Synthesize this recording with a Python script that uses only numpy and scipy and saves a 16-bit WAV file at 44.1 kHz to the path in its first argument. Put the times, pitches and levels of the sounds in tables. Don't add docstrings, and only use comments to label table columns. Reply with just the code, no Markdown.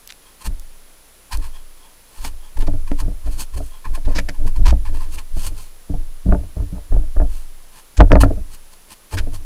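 import sys
import numpy as np
from scipy import signal
from scipy.fft import rfft, irfft, next_fast_len
from scipy.io import wavfile

SR = 44100
rng = np.random.default_rng(int(sys.argv[2]) if len(sys.argv) > 2 else 0)


def unload_wav(signal):
    wavfile.write(
        sys.argv[1],
        SR,
        np.round(np.clip(np.atleast_2d(signal).T, -1, 1) * 32767).astype(np.int16),
    )


N = 416744
TIME = np.arange(N) / SR


def amp(db):
    return 10 ** (np.asarray(db) / 20)


def unit(x):
    return x / np.sqrt(np.mean(x ** 2) + 1e-20)


def add(mix, start_s, sound):
    part = mix[max(round(start_s * SR), 0):][:len(sound)]
    part += sound[:len(part)]


def butter(x, hz, kind, order=2):
    edges = np.clip(hz, 1, SR / 2 - 1)
    return signal.sosfilt(signal.butter(order, edges, kind, fs=SR, output="sos"), x)


def resonance(x, hz, width):
    b, a = signal.iirpeak(hz, hz / width, fs=SR)
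    once = signal.lfilter(b, a, x)
    return signal.lfilter(b, a, once)


def coloured(x, points):
    hz, db = np.transpose(points)
    size = next_fast_len(len(x))
    bins = np.fft.rfftfreq(size, 1 / SR)
    gain = amp(np.interp(np.log(bins + 1), np.log(hz), db))
    return unit(irfft(rfft(x, size) * gain, size)[:len(x)])


def wander(size, hz):
    return unit(butter(rng.standard_normal(size), hz, "low"))


# time of the peak in seconds, level in dB, rise in seconds,
# fall in seconds, ring of the nose in dB before the common nasal_db.
SNIFFS = [(0.423, -46.5, .016, 0.012, 1.5), (0.464, -34, 0.015, 0.011, -0.5), (1.328, -35, 0.011, 0.025, 5),
          (1.45, -46.5, 0.04, 0.031, 4), (2.192, -50.5, 0.069, .012, 0), (2.264, -36.5, 0.038, 0.022, -1.5),
          (2.573, -47, 0.0053, .008, 8), (2.614, -46, 0.02, 0.027, 3.5), (2.875, -51.5, 0.005, 0.023, 8),
          (3.004, -37, 0.014, 0.014, 1.5), (3.278, -50, .025, 0.015, 4.5), (3.324, -49.5, 0.025, 0.069, -7),
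          (3.41, -33, 0.021, 0.02, -7.5), (3.547, -46, 0.01, 0.011, 2.5), (3.578, -43, 0.012, 0.013, -0.5),
          (3.663, -55.5, 0.066, 0.041, -18), (3.854, -46, 0.007, 0.017, 15.5),
          (3.952, -41.5, .011, 0.02, 5), (4.119, -51.5, 0.052, 0.047, 8), (4.352, -53.5, 0.009, .013, 7.5),
          (4.473, -43, 0.009, 0.016, 3), (4.565, -46.5, .007, .012, 6), (4.854, -46.5, 0.0022, .032, 10),
          (4.954, -46.5, 0.016, 0.038, 2.5), (5.018, -48.5, 0.021, .05, 5),
          (5.148, -42.5, 0.031, 0.014, -6), (5.189, -41, .012, 0.017, 4.5),
          (5.396, -43, 0.035, 0.071, -6.5), (5.443, -39, 0.016, 0.019, -6), (5.474, -34, 0.02, 0.011, -8),
          (5.599, -47.5, 0.039, 0.066, -6), (7.348, -50.5, 0.051, .08, -4.5),
          (7.781, -50.5, .046, .031, 0.5), (8.213, -21, 0.0056, 0.0099, 1),
          (8.236, -35.5, 0.0029, .012, 12), (8.548, -47, 0.037, 0.014, -5), (8.738, -53, .023, .009, -1.5),
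          (8.928, -44.5, 0.026, .013, -2.5), (9.138, -37, 0.019, 0.02, 2), (9.35, -43, .018, 0.017, -2.5)]
SNIFF_WHISTLE_HZ, SNIFF_WHISTLE_DB = 4325, -10.5
# time of the peak in seconds, level in dB.
WHEEZES = [(0.277, -61), (1.562, -57), (1.846, -60.5), (2.45, -59.5), (3.752, -58.5)]
WHEEZE_S, WHEEZE_NASAL_DB = 0.041, 5
WHEEZE_HZ, WHEEZE_WHISTLE_DB = 3270, 2


def sniffs():
    out = np.zeros(N)
    for row in SNIFFS:
        add(out, *puff(*row, SNIFF_WHISTLE_HZ, SNIFF_WHISTLE_DB))
    for peak_s, db in WHEEZES:
        add(out, *puff(peak_s, db, WHEEZE_S, WHEEZE_S, WHEEZE_NASAL_DB, WHEEZE_HZ, WHEEZE_WHISTLE_DB))
    return out


# pitch in Hz before a small random shift in each puff,
# width of one filter pass in Hz, level in dB against the others.
SNOUT = [(881, 77, 6.5), (1038, 102, 8), (1256, 110, -11), (1727, 395, -3), (2460, 270, -7.5)]
# frequency in Hz, relative level in dB per Hz.
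RUSH = [(150, 11), (330, 3), (700, 2), (1000, -1.5), (1350, 4.5), (2000, -6), (2500, 6), (3100, 6),
        (3700, -0.5), (4400, 6), (5100, 3.5), (6500, -8), (8300, -2.5), (9500, -37), (16000, -30)]
# frequency in Hz, relative level in dB per Hz.
FIZZ = [(4000, -32), (6100, 0), (6550, 1.5), (7000, -2), (8200, 1), (9100, 3.5), (10400, 1), (11500, -3.5),
        (13000, -2.5), (15000, -6), (16500, -31)]
FIZZ_DB_PER_NASAL_DB = -.3


def puff(peak_s, db, rise, fall, nasal, whistle_hz, whistle, rush_db=0, nasal_db=-1, fizz_db=0.0,
         whistle_width_hz=330, flutter_db=2):
    lag = np.arange(-SR // 4, SR // 4) / SR
    throat, nostril, edge, jet = rng.standard_normal((4, len(lag)))
    flare = 1 + .012 * rng.standard_normal()
    snout = np.zeros(len(lag))
    for k, (hz, width, gain) in enumerate(SNOUT):
        snout += (-1) ** k * amp(gain) * resonance(throat, hz * flare, width)
    breadth = whistle_width_hz * 2 ** ((db + 46) / 30)
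    air = amp(rush_db) * coloured(nostril, RUSH)
    air += amp(nasal_db + nasal) * unit(snout)
    air += amp(fizz_db + FIZZ_DB_PER_NASAL_DB * nasal) * coloured(jet, FIZZ)
    air += amp(whistle) * unit(resonance(edge, whistle_hz, breadth))
    swell = np.exp(-abs(lag / np.where(lag < 0, rise, fall)) ** 1.5)
    level = amp(db + flutter_db * wander(len(lag), hz=106))
    return peak_s + lag[0], level * swell * air


# time in seconds, level in dB, hardness as the contact's cut-off in Hz,
# thud in dB against the knock before the common thud_db.
KNOCKS = [(0.473, -42.5, 330, 14.5), (2.249, -39, 450, 7.5), (2.581, -43.5, 723, -10),
          (2.626, -34, 1000, -12), (2.68, -24.5, 700, 6.5), (2.745, -44.5, 477, 30.5),
          (2.917, -21.5, 765, -31), (3.021, -41, 905, -17), (3.08, -30.5, 520, 12),
          (3.274, -39.5, 830, 9.5), (3.575, -38, 757, 3), (3.604, -32, 750, -17), (3.855, -46.5, 694, 11),
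          (3.975, -38, 810, 2), (4.078, -28.5, 585, -4), (4.106, -33.5, 596, -14), (4.156, -28.5, 490, 6.5),
          (4.186, -28.5, 1500, 2), (4.288, -34, 670, 7), (4.455, -38.5, 645, 20.5), (4.594, -41, 696, 21),
          (4.658, -35, 700, 16), (4.726, -26, 770, 13.5), (5.368, -39, 847, 21.5), (5.896, -28.5, 450, 14),
          (5.941, -35.5, 700, 16), (6.26, -30, 666, 18.5), (6.289, -33.5, 880, 26),
          (6.323, -20, 1270, 14.5), (6.347, -25, 895, 13.5), (6.385, -42, 597, 11.5), (6.436, -46, 750, 12),
          (6.567, -36.5, 634, 19), (6.603, -40, 1000, 10), (6.624, -36.5, 528, 3),
          (6.726, -37.5, 523, 18.5), (6.755, -41.5, 750, -7), (6.78, -43, 760, -8), (6.923, -29, 750, 3),
          (6.946, -34.5, 760, -13), (6.965, -31.5, 656, 3), (7.167, -31, 840, -17), (7.201, -25.5, 925, 1),
          (7.217, -27.5, 1030, 10.5), (7.249, -41, 695, 3), (7.986, -35, 600, -16), (8.002, 3.5, 1000, 4.5),
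          (8.012, -10, 1050, -1), (8.04, -35, 450, -5), (8.108, -23.5, 905, 14), (8.118, -4, 1460, -7),
          (8.133, -14, 1010, 12.5), (8.155, -11, 1310, 4), (8.167, -16, 880, -4), (8.234, -12, 1410, -5),
          (8.257, -23.5, 700, 11), (8.307, -21.5, 523, -4), (8.374, -40.5, 517, 18), (9.133, -35.5, 704, 7),
          (9.203, -40.5, 700, 10), (9.27, -34, 418, 7.5)]
# pitch in Hz, level in dB, seconds to fade by 60 dB
THUD = [(64.4, 3, 0.11), (93.4, -0.5, 0.085), (181, -3, 0.16)]
SCUFF_DB, SCUFF_DB_PER_DB = -13.5, 0.33


def knocks(damping_per_s=28, touch_s=0.0051, grip_s=0.0081, thud_db=-7.0):
    out, t = np.zeros(N), np.arange(SR // 3) / SR
    lead = SR // 25
    attack = slice(lead, lead + SR // 50)
    lag = t - t[lead]
    for strike_s, db, hard_hz, thud in KNOCKS:
        scuff_shape = np.exp(np.where(lag < 0, lag / touch_s, -lag / grip_s))
        grit = rng.standard_normal(len(t)) * scuff_shape
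        force = amp(SCUFF_DB - SCUFF_DB_PER_DB * db) * grit / np.linalg.norm(grit)
        force[lead] += 1
        contact = butter(force, hard_hz, "low", order=3)
        shell = signal.fftconvolve(contact, ring(HOUSING, t))[:len(t)]
        box = butter(signal.fftconvolve(force, ring(THUD, t))[:len(t)], 275, "low")
        blow = shell / shell[attack].std() + amp(thud + thud_db) * box / box[attack].std()
        damped = np.exp(-damping_per_s * amp(db / 2) * np.maximum(lag, 0))
        add(out, strike_s - t[lead], amp(db) * blow * damped)
    return out


# pitch in Hz, level in dB, seconds to fade by 60 dB
HOUSING = [(260, -6, 0.039), (282.8, -3, 0.17), (344, 1, 0.023), (435, -10.5, 0.11), (487.7, -16, 0.19),
           (575, -10, 0.12), (629.6, 2.5, 0.039), (708, -6.5, 0.09), (825, -0.5, 0.0069), (866, -5, 0.058),
           (944, -22, 0.089), (1223, -2.5, 0.029), (1378, -7.5, 0.033), (1428, -2.5, 0.024),
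           (1722, 2, 0.016), (2010, 2, 0.0062), (2520, -3.5, .025)]


def ring(modes, t):
    hz, db, t60 = np.transpose(modes)[:, :, None]
    weight, bend = rng.standard_normal((2, len(modes), 1))
    side = rng.choice([-1, 1], hz.shape)
    fade = np.exp(np.float32(-np.log(1000) * np.minimum(t / t60, 10)))
    wave = np.sin(np.float32(2 * np.pi * hz * (1 + .008 * bend) * t))
    return (side * amp(db + 2 * weight) * fade * wave).sum(0)


def scrape(judder, scrape_db=-15.5, grind_db=-13):
    drag = amp(scrape_db) * judder * slipping(slips_per_s=260, bright_hz=480)
    grind = amp(grind_db) * judder ** 2 * slipping(slips_per_s=600, bright_hz=1200)
    return drag + grind


def slipping(slips_per_s, bright_hz):
    slips = rng.standard_normal(N) * (rng.random(N) < slips_per_s / SR)
    soft = butter(slips, bright_hz, "low")
    return unit(signal.oaconvolve(soft, ring(HOUSING, TIME[:SR // 3]))[:N])


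# start in seconds, length in seconds,
# level in dB before the common rub_db, pitch of the rasp in Hz.
RUBS = [(1.318, 0.016, -35, 4540), (2.243, 0.011, -30.5, 910), (2.603, 0.021, -41, 2980),
        (2.666, 0.011, -38.5, 990), (2.911, .003, -37.5, 1600), (4.048, 0.0067, -38, 3670),
        (4.149, 0.028, -30, 5050), (4.18, 0.0096, -22.5, 2080), (4.285, 0.0055, -25.5, 1970),
        (4.641, 0.015, -42, 2600), (4.652, 0.053, -27, 990), (4.849, 0.018, -50, 2600),
        (5.172, 0.019, -41, 2570), (7.968, 0.0076, -27.5, 6860), (8.118, 0.0073, -29.5, 5360),
        (9.167, 0.028, -31.5, 1580), (9.182, 0.0036, -22, 2670)]
# frequency in Hz, relative level in dB per Hz.
RASP = [(410, -47), (700, -19.5), (971, -0.5), (1140, -14), (1730, -2), (2020, -9), (2270, -6), (3840, -11),
        (4490, -8.5), (12500, -23), (16000, -37)]


def rubs(flicks_per_s=3000, attack_s=0.0063, release_s=0.0071, ring_db=-5, ring_share=0.56,
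         rub_db=-1, clump_db=1):
    out, t = np.zeros(N), TIME[:SR // 5]
    for start_s, length, db, hz in RUBS:
        flicks = rng.standard_normal(len(t)) * (rng.random(len(t)) < flicks_per_s / SR)
        patch = unit(resonance(flicks, hz, ring_share * hz))
        rasp = coloured(flicks, RASP) + amp(ring_db) * patch
        stroke = np.minimum(t / attack_s, 1) * np.exp(-np.maximum(t - length, 0) / release_s)
        level = amp(db + rub_db + clump_db * wander(len(t), hz=160))
        add(out, start_s, level * stroke * rasp)
    return out


# start in seconds, peak level in dB, brightness in Hz (sets the band).
TICKS = [(0.0751, -22, 10000), (0.0918, -28, 3800), (0.097, -31, 3800), (0.1012, -29, 3570),
         (0.104, -21.5, 3800), (0.108, -27, 4000), (0.1233, -23.5, 4500), (0.597, -24, 12000),
         (1.373, -23, 9000), (2.591, -25, 11000), (2.916, -24, 2940)]


def ticks(decay_s=0.00089):
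    out, t = np.zeros(N), np.arange(SR // 50) / SR
    for start_s, db, hz in TICKS:
        burst = rng.standard_normal(len(t)) * np.exp(-t / decay_s)
        snap = butter(burst, [hz / 2.5, hz * 1.5], "band")
        add(out, start_s, amp(db) * snap / abs(snap).max())
    return out


# time in seconds when the shove is half built up, seconds from then
# until it lets go, then the strengths in dB of the mount's sway, the body's lurch and the judder,
# before the trims in mount() and scrape().
SHOVES = [(0.464, 0.042, -21.5, -15, -32), (1.333, 0.058, -16.5, -17, -31.5),
          (2.187, 0.14, -23, -26, -45.5), (2.575, 0.043, -9, -14, -29), (2.665, 0.097, -12.5, -19, -25),
          (2.805, 0.045, -30, -30, -41), (2.902, 0.023, -10, -18.5, -37), (3.009, 0.077, -42, -13, -25),
          (3.252, 0.044, -14.5, -14.5, -30.5), (3.347, 0.043, -38, -30, -38.5),
          (3.536, 0.073, -21.5, -17, -31), (3.87, 0.057, -12.5, -18.5, -32.5),
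          (4.057, 0.02, -7, -11, -21.5), (4.166, 0.019, -38, -16, -28), (4.225, .05, -40, -28, -35),
          (4.386, 0.084, -8, -22, -28.5), (4.574, 0.073, -7, -8.5, -26), (4.646, 0.076, -27, -2.5, -21.5),
          (4.768, 0.025, -24, -23, -42), (4.868, 0.11, -11.5, -22, -29.5), (5.05, 0.13, -25.5, -31, -35.5),
          (5.323, 0.024, -11, -24, -51), (5.45, .08, -42, -22.5, -33), (5.912, 0.074, -15.5, -17, -31),
          (6.266, 0.055, -21.5, -5.5, -18), (6.388, .03, -48, -40, -28),
          (6.584, 0.027, -24.5, -12.5, -21.5), (6.707, 0.066, -32, -23.5, -33.5),
          (6.917, 0.057, -10, -6, -22), (7.17, 0.043, -10.5, -5.5, -29), (7.29, 0.041, -34, -21, -42),
          (7.991, 0.015, -18, 5.5, -7), (8.113, 0.045, -8, 2, -13), (8.212, 0.017, -31, -3.5, -8.5),
          (8.304, 0.097, -40, -17.5, -33), (9.138, 0.025, -28, -16.5, -18.5), (9.19, 0.055, -14, -19, -37),
          (9.315, 0.04, -36, -25, -30)]
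SHOVE_RISE_S = 0.052
SWAY_FALL_DB_PER_S, LURCH_FALL_DB_PER_S, JUDDER_FALL_DB_PER_S = 59.5, 179, 169
SWAY_REST_DB, LURCH_REST_DB, JUDDER_REST_DB = -52, -53, -71


def shaking():
    half_built, length, sway, lurch, judder = np.transpose(SHOVES)[:, :, None]
    t = TIME[::40]
    build = np.sin(np.pi / 2 * np.clip(.5 + (t - half_built) / SHOVE_RISE_S, 0, 1)) ** 2
    free_s = np.maximum(t - half_built - length, 0)
    motions = [(sway, SWAY_FALL_DB_PER_S, SWAY_REST_DB),
               (lurch, LURCH_FALL_DB_PER_S, LURCH_REST_DB),
               (judder, JUDDER_FALL_DB_PER_S, JUDDER_REST_DB)]
    strengths = []
    for db, fall, rest in motions:
        pushed = np.linalg.norm(build * amp(db - fall * free_s), axis=0)
        strengths.append(np.interp(TIME, t, np.hypot(amp(rest), pushed)))
    return strengths


SWAY_HZ = 16.1


def mount(sway, lurch, judder, sway_db=-1, lurch_db=-5.0, judder_db=-2):
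    swing = np.sqrt(2) * np.sin(2 * np.pi * SWAY_HZ * TIME)
    swaying = amp(sway_db) * sway * swing
    lurching = amp(lurch_db) * lurch * shudder(low_hz=26.65, high_hz=56.57)
    juddering = amp(judder_db) * judder * shudder(low_hz=62.2, high_hz=103.1)
    return swaying + lurching + juddering


def shudder(low_hz, high_hz):
    band = butter(rng.standard_normal(N), [low_hz, high_hz], "band", order=3)
    motion = signal.hilbert(band, next_fast_len(N))[:N]
    even = motion.real / abs(motion)
    return unit(butter(even, high_hz * 1.042, "low", order=6))


# frequency in Hz, relative level in dB per Hz.
HISS = [(59, -41.5), (100, -10.5), (156, -12), (415, -12), (558, -12.5), (691, -14), (1150, -14.5),
        (1550, -16.5), (8110, -20), (10200, -19.5), (10900, -21), (15000, -20.5), (16000, -36.5)]
HISS_DB, WHINE_HZ = -51.5, 10000


def electronics(whine_db=-58, sizzle_hz=13380, sizzle_db=-69):
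    hiss = amp(HISS_DB) * coloured(rng.standard_normal(N), HISS)
    sizzle = amp(sizzle_db) * unit(resonance(rng.standard_normal(N), sizzle_hz, width=430))
    whine = amp(whine_db) * np.sqrt(2) * np.sin(2 * np.pi * WHINE_HZ * TIME)
    return hiss + sizzle + whine


def scene():
    sway, lurch, judder = shaking()
    contacts = knocks() + scrape(judder) + rubs() + ticks()
    mix = sniffs() + contacts + mount(sway, lurch, judder) + electronics()
    return mix[None]


EDGE_HZ = 16000


def record(dry):
    knee = .8
    linear = np.clip(dry, -knee, knee)
    clipped = linear + (1 - knee) * np.tanh((dry - linear) / (1 - knee))
    band_limit = signal.firwin(401, EDGE_HZ, window=("kaiser", 9), fs=SR)
    return signal.oaconvolve(clipped, band_limit[None], "same")


dry = scene()
out = record(dry)
unload_wav(out)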